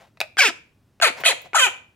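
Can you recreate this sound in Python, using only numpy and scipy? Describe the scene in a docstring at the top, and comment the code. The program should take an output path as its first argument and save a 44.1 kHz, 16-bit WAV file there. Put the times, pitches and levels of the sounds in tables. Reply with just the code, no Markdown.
"""A faint brush over the low hum of a small room, then a tame jackdaw on a table knocks a plastic shell.
It scolds a hand with four harsh calls: noise bursts click its beak, then uneven pulses sound a buzzy note
that drops in pitch and ends in a creak. Grainy noise brushes the table between calls, with small claw ticks.
Two close microphones hear it all, with echoes off nearby things and a short room ring."""
import sys
import numpy as np
from scipy import signal
from scipy.fft import rfft, irfft, next_fast_len
from scipy.io import wavfile
from scipy.ndimage import uniform_filter1d

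SR = 44100
rng = np.random.default_rng(int(sys.argv[2]) if len(sys.argv) > 2 else 0)


def output_pcm(signal):
    """Save a mono or channel-first signal as 16-bit PCM at the path in sys.argv[1].

    Samples are clipped to [-1, 1] before scaling.
    """
    pcm = np.clip(np.atleast_2d(signal).T, -1, 1) * 32767
    wavfile.write(sys.argv[1], SR, np.round(pcm).astype(np.int16))


N = 85995
T = np.arange(N) / SR  # time in seconds

# Hum of the quiet room. Each row: frequency in Hz, level in dB.
HUM_SPECTRUM = [(22, -21), (50, -10), (110, 0), (175, -8), (260, -9), (480, -19), (15000, -42)]
HUM_DB, HUM_SIDE = -62.5, .2  # level; share that differs between the microphones

# Hand and feet brush the table. Each row: middle in seconds, half length in seconds, level in dB.
BRUSH_STROKES = [(.005, .045, -52), (1.184, .013, -39), (1.213, .008, -36), (1.457, .013, -48)]
# Colour of the brushing. 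Each row: frequency in Hz, level in dB.
BRUSH_SPECTRUM = [(30, -31.5), (130, -3), (280, -16), (600, 3.5), (1200, -8.5), (2200, -8), (14000, -33.5)]
BRUSH_GRAIN_DB = 2
# Claws tick on the table. Each row: start in seconds, level in dB.
CLAW_TICKS = [(1.206, -32), (1.418, -37)]
# Colour of a claw tick. Each row: frequency in Hz, level in dB.
CLAW_SPECTRUM = [(100, -15.5), (800, -1.5), (9000, -13.5), (15000, -1.5)]
CLAW_DECAY_S = 0.0013

# The beak knocks on a plastic shell.
# Each row: start in seconds, level in dB, decay in seconds, treble tilt in dB per octave.
SHELL_PECKS = [(.172, -45.5, 0.0037, 2.5), (0.2036, -15.5, 0.0017, 7.5), (.2085, -27.5, 0.017, 2),
               (0.2134, -11, 0.0019, 3.5), (.223, -35, 0.012, 1)]
# Colour of the shell. Each row: frequency in Hz, level in dB.
SHELL_SPECTRUM = [(200, -56.5), (660, 9), (1000, -7), (1900, -4.5), (2600, -4), (3200, -21), (3900, -10),
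                  (6000, -28.5), (15000, -43.5)]
# Ringing modes of the shell. Each row: frequency in Hz, level in dB against the knock, t60 in seconds.
SHELL_RINGS = [(690, -6, .013), (620, -26, .15)]

# Beak click before each call. Each row: start in seconds, level in dB.
CLICKS = [(0.3697, -15), (1.0004, -22), (1.237, -15.5), (1.533, -20)]
# Colour of the beak. Each row: frequency in Hz, level in dB.
BEAK_SPECTRUM = [(100, -38), (350, -5), (600, 6), (900, -9), (1900, -1), (3000, -13.5), (15000, -51.5)]
BEAK_DECAY_S = 0.0015

# Course of each call. Each row: time in seconds, pitch in Hz, level in dB before VOICE_DB,
# roughness from 0 to 1, moving throat resonance in Hz.
FIRST_CALL = [(.375, 1650, -34.5, 0.25, 1590), (.382, 1561, -20.5, 0.28, 1720), (.388, 818, -16, 0.1, 1580),
              (0.394, 781.3, -11, 0.1, 2120), (.403, 749, -13.5, 0.17, 2380),
              (0.408, 563, -11.5, 0.35, 2400), (0.422, 554.2, -13, 0.36, 1750),
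              (.444, 470.7, -18.5, 0.3, 1570), (0.453, 446.6, -14.5, 0, 2700),
              (0.475, 387.4, -20, 0.47, 1760), (0.489, 329.5, -23, 0.74, 1700),
              (0.507, 354.5, -33.5, 0.3, 390)]
SECOND_CALL = [(1.014, 1765, -21, 0.45, 1816), (1.019, 1498, -26, 0.8, 1790),
               (1.022, 691.3, -13.5, 0.87, 1350), (1.033, 682, -13.5, 0.93, 2100),
               (1.052, 593, -13, 0.22, 2180), (1.062, 506.6, -18, 0.47, 2170),
               (1.079, 427.5, -18.5, 0.24, 1960), (1.09, 344.5, -25.5, 0.89, 2030),
               (1.103, 319, -32, 0.37, 400)]
THIRD_CALL = [(1.241, 1478, -31, 0.26, 1500), (1.249, 1536, -24, 0.38, 1565),
              (1.255, 725, -17.5, 0.57, 2560), (1.265, 633.5, -11.5, 0.68, 2730),
              (1.273, 691.7, -16, 0.66, 4100), (1.286, 609, -15, 0.091, 2440),
              (1.299, 486.3, -20.5, 0.24, 1000), (1.315, 401, -21.5, 0.34, 2340),
              (1.334, 298, -33.5, 0.35, 404)]
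FOURTH_CALL = [(1.537, 1448, -36, 0.24, 1414), (1.543, 1275, -27.5, .2, 1200),
               (1.548, 889, -17, 0.23, 1000), (1.556, 661, -16.5, 0.57, 1372), (1.572, 662, -16, .8, 1400),
               (1.581, 648.4, -18.5, 0.31, 2080), (1.598, 585.4, -15, 0.16, 2370),
               (1.606, 526.6, -17, 0.047, 3170), (1.63, 510.2, -16.5, 0.024, 3210),
               (1.642, 492.9, -17, 0.015, 2450), (1.659, 465.2, -19, 0.04, 2330),
               (1.671, 394.4, -23.5, .7, 3000), (1.687, 350.4, -34, 0.23, 500)]
# Colour of throat and open beak in each call. Each row: frequency in Hz, level in dB.
FIRST_THROAT = [(350, -9), (600, -6), (950, -8.5), (1500, -2), (2000, -2), (2500, 1.5), (3300, -1.5),
                (4300, -7), (5200, -3), (6000, -10.5), (7200, -6.5), (9000, -15), (15000, -27)]
SECOND_THROAT = [(350, -11), (600, -2.5), (950, -5.5), (1500, -1), (2000, -3.5), (2500, 1), (3300, -1),
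                 (4300, -2.5), (5200, -15.5), (7200, -9.5), (9000, -16.5), (10300, -15.5), (15000, -31.5)]
THIRD_THROAT = [(350, -12), (600, -2.5), (950, -7), (1500, -9.5), (2000, -2), (2500, -3.5), (4100, 1),
                (5200, -16.5), (7200, -5.5), (9000, -18), (10300, -9), (12200, -26.5), (15000, -20.5)]
FOURTH_THROAT = [(450, -13.5), (650, -3.5), (1000, -2.5), (1500, 2.5), (2000, -5), (2500, -3), (3200, -1),
                 (4300, -13.5), (5200, -18.5), (7000, -5), (9000, -20.5), (10300, -15), (15000, -32)]
# How much later each call reaches the right microphone. One entry per call: delay in ms.
RIGHT_LAGS_MS = [0.06, 0.12, 0.09, 0.11]

# Unevenness of the syrinx at full roughness: jitter in log pitch, half tone and rasp as amplitudes
JITTER, JITTER_PER_S, SHIMMER_DB, HALF_TONE, RASP = .06, 250, 3.5, .65, .65
RASP_ABOVE_HZ = 1200
PARTIAL_WANDER_DB, PARTIAL_SLIP_RAD, PARTIAL_WANDER_PER_S = 6, 1.6, 45
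DULL_PER_DB = 0.2022  # overtones lose this many dB per octave for each dB below a call's peak
RESONANCE_DB, RESONANCE_WIDTH_HZ = 9, 260
# Span of the fixed throat and beak resonances. Entries: lowest in Hz, highest in Hz.
RING_SPAN_HZ = (1100, 12000)
RING_WIDTH_HZ = 450
FADE_S, VOICE_DB, LOW_CUT_HZ = 0.0014, 1, 207

# Echoes off table and nearby things. Each row: left delay in ms, right delay in ms, level in dB.
NEAR_ECHOES = [(0.901, 1.1, -25), (2.3, 1.9, -32)]
# Left microphone minus right. Each row: frequency in Hz, difference in dB.
MICROPHONE_DIFFERENCE = [(300, 0), (650, 3.5), (1500, 6.5), (2500, -1.5), (3300, -1), (4300, 2), (6000, -5),
                         (7200, -6), (9000, 2), (10300, 8), (12200, 1)]
# Ring time of the room. Each row: frequency in Hz, t60 in seconds.
ROOM_RING_TIME = [(500, .36), (2500, .36), (7000, .29), (15000, .21)]
# Strength of the room's tail. Each row: frequency in Hz, level in dB.
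ROOM_SPECTRUM = [(300, -9.5), (700, -11), (1500, -15), (2000, -16), (2500, -10), (3200, -16), (4200, -14),
                 (7000, -11), (15000, -13)]
# Narrow tones that ring on in the room. Each row: frequency in Hz, level in dB, t60 in seconds.
RINGING_TONES = [(1010, -12, .35), (1450, -14, .35), (2380, -3, .42), (2520, -4, .42)]
EARLY_DB, EARLY_DECAY_S, ROOM_GAP_S = -8, .009, .0015
TURN_AWAY_DB_PER_S = 6  # the bird turns from the microphones, so the room's share grows
CUTOFF_HZ = 15800


def from_db(db):
    """Decibels to gain."""
    return 10 ** (np.asarray(db) / 20)


def rms_one(x):
    """Scale to unit power."""
    return x / np.sqrt(np.mean(x ** 2) + 1e-20)


def at_hz(points, hz):
    """Read a table on a log-frequency axis."""
    f, v = np.transpose(points)
    return np.interp(np.log(np.maximum(hz, 1)), np.log(f), v)


def colour(x, points, power=1, unit=True):
    """Causal (minimum-phase) filter with the given spectrum; unit keeps the power of white noise."""
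    size = 2 * next_fast_len(N)
    hz = np.arange(size // 2 + 1) * SR / size
    gain = from_db(power * at_hz(points, hz))
    cepstrum = irfft(np.log(rms_one(gain) if unit else gain))
    # folding the cepstrum forward in time makes the filter causal
    cepstrum[1:size // 2] *= 2
    cepstrum[size // 2 + 1:] = 0
    return irfft(rfft(x, size) * np.exp(rfft(cepstrum)))[..., :N]


def high_pass(x, hz, order=2):
    """Take away what lies below a frequency."""
    return signal.sosfilt(signal.butter(order, hz, "high", fs=SR, output="sos"), x)


def drift(rate):
    """Smooth chance with spread 1: noise through two equal low-pass poles at rate in Hz."""
    r = np.exp(-2 * np.pi * rate / SR)
    noise = rng.standard_normal(N + SR)
    settled = signal.lfilter([1], [1, -2 * r, r * r], noise)[SR:]
    return rms_one(settled)


def delay(x, ms):
    """Delay by any fraction of a sample, as a phase slope."""
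    size = 2 * next_fast_len(N)
    hz = np.arange(size // 2 + 1) / size * SR
    return irfft(rfft(x, size) * np.exp(-2j * np.pi * hz * ms / 1000))[:N]


def burst(s, db, decay_s):
    """A contact: noise that starts at once and dies away."""
    fall = np.exp(-np.clip((T - s) / decay_s, 0, 60))
    return from_db(db) * (T >= s) * fall * rng.choice([-1, 1], N)


def room_hum():
    """Low coloured noise, mostly shared by the two microphones."""
    shared = rng.standard_normal(N)
    noise = shared + HUM_SIDE * rng.standard_normal((2, N))
    return from_db(HUM_DB) * colour(noise, HUM_SPECTRUM)


def scuffle():
    """Friction on the table as grainy noise under smooth strokes, with short noise bursts for claws."""
    strokes = sum(from_db(db) * np.exp(-.5 * ((T - s) / half) ** 2) for s, half, db in BRUSH_STROKES)
    grain = from_db(BRUSH_GRAIN_DB * drift(100)) * rng.standard_normal(N)
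    ticks = sum(burst(s, db, CLAW_DECAY_S) for s, db in CLAW_TICKS)
    return colour(strokes * grain, BRUSH_SPECTRUM) + colour(ticks, CLAW_SPECTRUM)


def pecks():
    """The beak hits, skids and knocks as noise bursts; decaying sines ring the hollow shell."""
    out = np.zeros(N)
    for s, db, decay_s, tilt_db in SHELL_PECKS:
        tilted = [(hz, d + tilt_db * np.log2(hz)) for hz, d in SHELL_SPECTRUM]
        out += colour(burst(s, db, decay_s), tilted)
        age = np.maximum(T - s, 0)
        for hz, mode_db, t60 in SHELL_RINGS:
            fall = np.exp(-np.log(1000) * age / t60)
            out += from_db(db + mode_db) * fall * np.sin(2 * np.pi * hz * age)
    return high_pass(out, 420)


def beak_clicks():
    """The beak parts softly before each call: short bursts in the colour of the beak."""
    clicks = sum(burst(s, db, BEAK_DECAY_S) for s, db in CLICKS)
    return colour(clicks, BEAK_SPECTRUM)


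def ring_on(x):
    """Many narrow resonances of throat and beak, as all-passes, smear each pulse over its cycle."""
    r = np.exp(-np.pi * RING_WIDTH_HZ / SR)
    for hz in np.geomspace(*RING_SPAN_HZ, 14):
        a = [1, -2 * r * np.cos(2 * np.pi * hz / SR), r * r]
        x = signal.lfilter(a[::-1], a, x)
    return x


def syrinx_pulses(pitch, phase, rough, slope_db, resonance_hz, on):
    """Overtones sum to pulses, uneven where rough, duller when weak; a moving resonance lifts some."""
    pulses, wander = np.zeros(N), drift(PARTIAL_WANDER_PER_S)
    half_tone = 1 + HALF_TONE * rough * np.cos(phase / 2)
    uneven = half_tone * from_db(SHIMMER_DB * rough * drift(JITTER_PER_S))
    for k in range(1, 50):
        # rough partials break up: each reads the wander at its own random places
        places = (np.flatnonzero(on) + rng.integers(N, size=(2, 1))) % N
        swell, slip = np.sqrt(rough[on]) * wander[places]
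        hz = k * pitch[on]
        lift_db = RESONANCE_DB * np.exp(-.5 * ((hz - resonance_hz[on]) / RESONANCE_WIDTH_HZ) ** 2)
        partial_db = slope_db[on] * np.log2(k) + lift_db + PARTIAL_WANDER_DB * swell
        partial = from_db(partial_db) * np.cos(k * phase[on] + PARTIAL_SLIP_RAD * slip)
        partial *= hz < CUTOFF_HZ
        # the fundamental carries no half tone or shimmer
        pulses[on] += partial * uneven[on] if k > 1 else partial
    return pulses * np.sqrt(2 * pitch / CUTOFF_HZ)


def breath_rasp(phase, rough, slope_db):
    """Noise that swells once per pulse where the syrinx is rough."""
    strength = RASP * rough * from_db(3 * slope_db)
    return high_pass(strength * (1 + np.cos(phase)) * rng.standard_normal(N), RASP_ABOVE_HZ)


def call(rows, throat):
    """Syrinx pulses and rasp ring in the throat and follow the call's course of pitch and level."""
    s, hz, db, rough, resonance_hz = np.transpose(rows)
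    rough = np.clip(np.interp(T, s, rough), 0, 1)
    level_db = np.interp(T, s, db)
    resonance_hz = np.interp(T, s, resonance_hz)
    pitch = np.exp(np.interp(T, s, np.log(hz)) + JITTER * rough * drift(JITTER_PER_S))
    phase = 2 * np.pi * np.cumsum(pitch) / SR
    gate = np.clip(np.minimum(T - s[0], s[-1] - T) / FADE_S + 1, 0, 1)
    slope_db = DULL_PER_DB * (level_db - db.max())
    pulses = syrinx_pulses(pitch, phase, rough, slope_db, resonance_hz, gate > 0)
    voice = ring_on(colour(pulses + breath_rasp(phase, rough, slope_db), throat))
    # even out the running power, so the course alone sets the level
    voice /= np.sqrt(np.abs(uniform_filter1d(voice ** 2, size=300)) + 1e-3)
    return high_pass(voice * gate * from_db(level_db + VOICE_DB) + 1e-18, LOW_CUT_HZ, order=4)


def jackdaw_calls():
    """Four calls from a little to the left, so each reaches the right microphone later."""
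    courses = (FIRST_CALL, SECOND_CALL, THIRD_CALL, FOURTH_CALL)
    throats = (FIRST_THROAT, SECOND_THROAT, THIRD_THROAT, FOURTH_THROAT)
    calls = [call(rows, throat) for rows, throat in zip(courses, throats)]
    right = sum(delay(c, ms) for c, ms in zip(calls, RIGHT_LAGS_MS))
    return np.array([sum(calls), right])


def near_echoes(near):
    """Single late copies off the table and nearby things, timed for each microphone."""
    return sum(from_db(db) * np.array([delay(near[0], left_ms), delay(near[1], right_ms)])
               for left_ms, right_ms, db in NEAR_ECHOES)


def microphones(left, right):
    """Each close microphone takes half of their difference in colour, in opposite senses."""
    return np.array([colour(left, MICROPHONE_DIFFERENCE, .5, False),
                     colour(right, MICROPHONE_DIFFERENCE, -.5, False)])


def room(x):
    """Dense early reflections, a tail that dies band by band and a few ringing tones."""
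    age = np.maximum(T[:SR * 2 // 3] - ROOM_GAP_S, 0)
    early = np.sqrt(2 / (EARLY_DECAY_S * SR)) * np.exp(-age / EARLY_DECAY_S)
    response = from_db(EARLY_DB) * early * rng.standard_normal((2, len(age)))
    edges = np.geomspace(150, 17000, 12)
    for low, high in zip(edges, edges[1:]):
        hz = np.sqrt(low * high)
        life = at_hz(ROOM_RING_TIME, hz) / np.log(1000)
        band_pass = signal.butter(2, [low, high], "band", fs=SR, output="sos")
        band = signal.sosfilt(band_pass, rng.standard_normal((2, len(age))))
        fall = np.sqrt(2 / (life * SR)) * np.exp(-age / life)
        response += band * from_db(at_hz(ROOM_SPECTRUM, hz)) * fall
    for hz, db, t60 in RINGING_TONES:
        life = t60 / np.log(1000)
        fall = 2 / (life * SR) * np.exp(-age / life)
        response += from_db(db) * fall * np.sin(2 * np.pi * hz * age)
    return signal.fftconvolve(x, response * (age > 0), axes=1)[:, :N]


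def scene():
    """Bird and hand, direct and reflected, over the hum of the room."""
    hum = room_hum()
    near = scuffle() + pecks() + beak_clicks() + jackdaw_calls()
    direct = microphones(*(near + near_echoes(near)))
    turned_away = from_db(TURN_AWAY_DB_PER_S * (T - T.mean()))
    return direct + room(near * turned_away) + hum


def record(dry):
    """The highest peaks are clipped, then a steep low-pass cuts the top."""
    low_pass = signal.ellip(10, .1, 80, CUTOFF_HZ, fs=SR, output="sos")
    return signal.sosfilt(low_pass, np.clip(dry, -1, 1))


dry = scene()
out = record(dry)
output_pcm(out)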